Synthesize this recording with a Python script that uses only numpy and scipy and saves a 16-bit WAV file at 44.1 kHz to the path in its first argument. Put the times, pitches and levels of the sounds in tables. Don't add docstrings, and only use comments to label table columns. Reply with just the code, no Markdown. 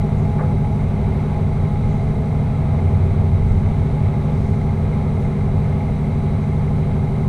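import sys
import numpy as np
from scipy import signal
from scipy.fft import rfft, irfft
from scipy.io import wavfile

SR = 44100
rng = np.random.default_rng(int(sys.argv[2]) if len(sys.argv) > 2 else 0)


def store_wav(level_fs):
    pcm = np.round(np.clip(np.atleast_2d(level_fs), -1, 1) * 32767)
    wavfile.write(sys.argv[1], SR, pcm.T.astype(np.int16))


N = 321048
TIME = np.arange(N) / SR
FREQS = np.maximum(np.arange(N // 2 + 1) * SR / N, 1)

CYCLE_HZ = 12.6015
BOOM_ORDERS, WHINE_ORDERS = (7, 12), (66, 67)
LOWER_BOOM_DB, UPPER_BOOM_DB, WHINE_DB = -26, -23, -43
SURGE_START_S, SURGE_RISE_S, SURGE_HOLD_S, SURGE_FALL_S, SURGE_DB = 2.35, 0.51, 0.54, 0.44, 7
SWAY_DB, SWAY_DB_PER_S = 1.5, -0.23

# order, relative_level_db
DRONE_TONES = [(2, -38.2), (3, -34.4), (4, -40.6), (5, -28.3), (6, -39.2), (7, -25.1), (8, -27.7),
               (9, -35.1), (10, -27.7), (11, -34.8), (12, -23.3), (13, -38.5), (14, -39.2), (15, -38.2),
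               (16, -30.0), (17, -36.7), (18, -33.8), (20, -36.4)]
# order, relative_level_db
HUM_TONES = [(28, -51), (30, -41.5), (31, -39), (32, -46), (33, -47), (35, -45), (37, -48), (39, -49),
             (45, -52), (51, -46), (53, -52), (54, -51), (55, -50.5), (59, -50), (63, -53), (64, -54),
             (73, -58), (78, -59), (83, -57.5), (90, -61), (94, -60), (101, -63), (105, -64)]
# middle_s, half_length_s, boost_db
WHINE_RISES = [(.55, 0.51, 4.5), (5.75, 0.2, 4.5)]
# pitch_hz, width_hz, boost_db
PANEL_RINGS = [(395, 50, 2), (505, 25, 3), (665, 50, 4), (720, 18, -3), (745, 20, 4), (770, 18, -3),
               (829, 30, 3), (930, 40, 3), (1003, 25, -4), (1045, 25, 6), (1082, 20, -3), (1130, 30, 4),
               (1185, 22, 3), (1275, 30, 5), (2160, 260, 3.5), (3880, 130, 5), (5870, 180, 3)]
# pitch_hz, level_db
CLATTER_SPECTRUM = [(200, -100), (340, -82), (450, -79.5), (600, -72.5), (850, -78.5), (1000, -76.5),
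                    (1300, -92), (1750, -95), (2000, -88), (2600, -99), (4000, -99), (7000, -120)]
TICK_LEVELS = [0, -10, -6, -12, -7, -13]
# pitch_hz, width_hz, relative_level_db
BLOCK_RINGS = [(2102, 125, 0), (2230, 100, -6), (3880, 110, -17)]
# pitch_hz, level_db
SWAY_SPECTRUM = [(5, -65), (12, -57), (18, -49), (28, -48.5), (38, -45.5), (52, -52), (68, -52), (100, -70),
                 (200, -110)]
# middle_s, half_length_s, boost_db
BODY_LURCHES = [(1.95, 0.21, 4), (3.55, 0.2, 9), (4.8, 0.14, 1)]
# time_s, level_db
RUMBLE_LEVELS = [(0, -22.5), (1.1, -26), (2.5, -27), (3.55, -21.5), (4.6, -25), (5.3, -30.5), (6.0, -28.5),
                 (7.28, -31.5)]
# pitch_hz, level_db
FLOOR_SPECTRUM = [(60, -79.5), (90, -49), (125, -57), (147, -48), (180, -50.5), (225, -54.5), (275, -63.5),
                  (330, -83), (600, -115)]
# pitch_hz, level_db
ROAR_SPECTRUM = [(150, -100), (310, -71), (375, -59), (490, -62.5), (560, -66), (850, -67), (1000, -73),
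                 (1350, -75.5), (1800, -81.5), (2300, -80.5), (2800, -88), (4000, -90), (5200, -106),
                 (9000, -130)]
# pitch_hz, level_db
AIR_SPECTRUM = [(2000, -125), (4500, -96), (5100, -99), (6200, -97), (7100, -101), (8400, -97),
                (10000, -100), (11300, -107), (14000, -112), (15200, -118)]
# start_s, rise_s, decay_s, level_db, pitch_hz, width_hz
RAIL_BURSTS = [(1.73, 0.06, 0.099, -38, 290, 80), (0.12, 0.07, 0.06, -62, 6560, 2000),
               (1.84, 0.07, 0.10, -62, 6500, 1500), (3.42, 0.06, 0.26, -63, 6540, 5000),
               (4.27, 0.17, 0.15, -61.5, 5200, 3000), (5.19, 0.02, 0.13, -65, 6500, 1100),
               (5.19, 0.02, 0.06, -64, 9500, 6000), (6.39, 0.04, 0.05, -65, 6150, 900)]
# start_s, strength_db
CLACK_BLOWS = [(0.388, -29.5), (0.402, -34.5)]
# pitch_hz, width_hz, relative_level_db
FRAME_RINGS = [(503, 12, 4), (630, 70, -2), (810, 100, -2), (1120, 170, -8), (1730, 200, -17),
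               (2020, 140, -18)]


def from_db(db):
    return 10 ** (np.asarray(db) / 20)


def rms_one(x):
    return x / np.sqrt(np.mean(x ** 2) + 1e-20)


def drift(rate_hz):
    r = np.exp(-80 * np.pi * rate_hz / SR)
    noise = rng.standard_normal(N // 40 + 2002)
    slow = signal.lfilter([1], [1, -2 * r, r * r], noise)[2000:]
    return np.interp(np.arange(N) / 40, np.arange(len(slow)), rms_one(slow))


def swells(rows):
    return sum(db * np.exp(-((TIME - s) / half_s) ** 2) for s, half_s, db in rows)


def burst(start_s, rise_s, decay_s):
    age = TIME - start_s
    return np.clip(age / rise_s, 0, 1) * np.exp(-np.maximum(age - rise_s, 0) / decay_s)


def resonate(x, hz, width_hz):
    r = np.exp(-np.pi * width_hz / SR)
    feedback = [1, -2 * r * np.cos(2 * np.pi * hz / SR), r * r]
    return signal.lfilter(np.array([1, 0, -1]) * (1 - r * r) / 2, feedback, x)


def narrow_noise(hz, width_hz):
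    once = resonate(rng.standard_normal(N), hz, width_hz)
    return rms_one(resonate(once, hz, width_hz))


def colour(white, spectrum, peaks=()):
    hz, level_db = np.transpose(spectrum)
    shape_db = np.interp(np.log(FREQS), np.log(hz), level_db, right=-160)
    for peak_hz, width_hz, peak_db in peaks:
        shape_db += peak_db / (1 + (2 * (FREQS - peak_hz) / width_hz) ** 2)
    return irfft(rfft(white) * from_db(shape_db) * np.sqrt(SR / 2), N)


def engine_tone(cycles, order, waver_db):
    lag = .078 * order * order
    tone = np.sqrt(2) * np.cos(2 * np.pi * (order * cycles - lag))
    return tone * from_db(waver_db * drift(1.22))


def drone(cycles):
    low = sum(from_db(db) * engine_tone(cycles, order, waver_db=1.1)
              for order, db in DRONE_TONES if order not in BOOM_ORDERS)
    hum = sum(from_db(db) * engine_tone(cycles, order, waver_db=2.6) for order, db in HUM_TONES)
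    return from_db(-0.46) * low + from_db(-1.06) * hum


def boom(cycles):
    age = TIME - SURGE_START_S
    rise = np.clip(age / SURGE_RISE_S, 0, 1)
    fall = np.clip((age - SURGE_RISE_S - SURGE_HOLD_S) / SURGE_FALL_S, 0, 1)
    lower = engine_tone(cycles, BOOM_ORDERS[0], waver_db=1.4)
    upper = engine_tone(cycles, BOOM_ORDERS[1], waver_db=0.0)
    return from_db(LOWER_BOOM_DB + SURGE_DB * (rise - fall)) * lower + from_db(UPPER_BOOM_DB) * upper


def panel_whine(cycles):
    strong, weak = (engine_tone(cycles, order, waver_db=2.0) for order in WHINE_ORDERS)
    whine = strong + from_db(-3.5) * weak + from_db(-4) * narrow_noise(hz=828, width_hz=36)
    return from_db(WHINE_DB + swells(WHINE_RISES)) * rms_one(whine)


def clatter(cycles):
    orders = np.exp(2j * np.pi * rng.random(600))
    already_played = [order for order, db in DRONE_TONES + HUM_TONES] + list(WHINE_ORDERS)
    orders[already_played] = 0
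    pattern = irfft(orders, int(SR / CYCLE_HZ)) * np.sqrt(SR / CYCLE_HZ)
    rattle = np.interp(cycles * len(pattern), np.arange(len(pattern)), pattern, period=len(pattern))
    return colour(rattle, CLATTER_SPECTRUM, PANEL_RINGS)


def injection_ticks(cycles, first_s, decay_s, rattle_gain, level_db):
    cylinders = len(TICK_LEVELS)
    firing = (cycles - first_s * CYCLE_HZ) * cylinders
    tick_number = np.floor(firing).astype(int)
    strength = from_db(TICK_LEVELS)[tick_number % cylinders]
    age = firing % 1 / (CYCLE_HZ * cylinders)
    blows = rms_one(np.diff(tick_number, prepend=tick_number[0]) * strength)
    rattle = rms_one(strength * np.exp(-age / decay_s) * rng.standard_normal(N))
    force = blows + rattle_gain * rattle
    rings = sum(from_db(db) * resonate(resonate(force, hz, width), hz, width)
                for hz, width, db in BLOCK_RINGS)
    return from_db(level_db) * rms_one(rings)


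def engine():
    cycles = CYCLE_HZ * TIME + .0004 * drift(.8)
    rattle = clatter(cycles)
    ticks = injection_ticks(cycles, first_s=.0105, decay_s=0.01, rattle_gain=0.51, level_db=-52.5)
    return drone(cycles) + boom(cycles) + panel_whine(cycles) + rattle + ticks


def running_noise():
    sway_db = SWAY_DB + SWAY_DB_PER_S * TIME + swells(BODY_LURCHES)
    sway = colour(rng.standard_normal(N), SWAY_SPECTRUM) * from_db(sway_db)
    rumble_db = np.interp(TIME, *np.transpose(RUMBLE_LEVELS))
    wheels = narrow_noise(hz=95, width_hz=35) * from_db(rumble_db)
    floor = colour(rng.standard_normal(N), FLOOR_SPECTRUM)
    roar = colour(rng.standard_normal(N), ROAR_SPECTRUM, PANEL_RINGS) * from_db(0.5 * drift(4.9))
    air = colour(rng.standard_normal(N), AIR_SPECTRUM, PANEL_RINGS) * from_db(.25 * drift(5.6))
    return sway + wheels + floor + roar + air


def rail_noises():
    return sum(from_db(db) * burst(start, rise, decay) * narrow_noise(hz, width)
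               for start, rise, decay, db, hz, width in RAIL_BURSTS)


def track_clack(muffle_hz=1730):
    blows = sum(from_db(db) * burst(start, rise_s=0.0014, decay_s=0.029) for start, db in CLACK_BLOWS)
    force = blows * rng.standard_normal(N)
    rings = sum(from_db(db) * np.sqrt(SR / np.pi / width) * resonate(force, hz, width)
                for hz, width, db in FRAME_RINGS)
    return signal.sosfilt(signal.butter(6, muffle_hz, fs=SR, output="sos"), rings + 1e-18)


def scene():
    return (engine() + running_noise() + track_clack() + rail_noises())[None]


def record(dry):
    return signal.sosfilt(signal.ellip(10, .1, 80, 15200, fs=SR, output="sos"), dry)


dry = scene()
out = record(dry)
store_wav(out)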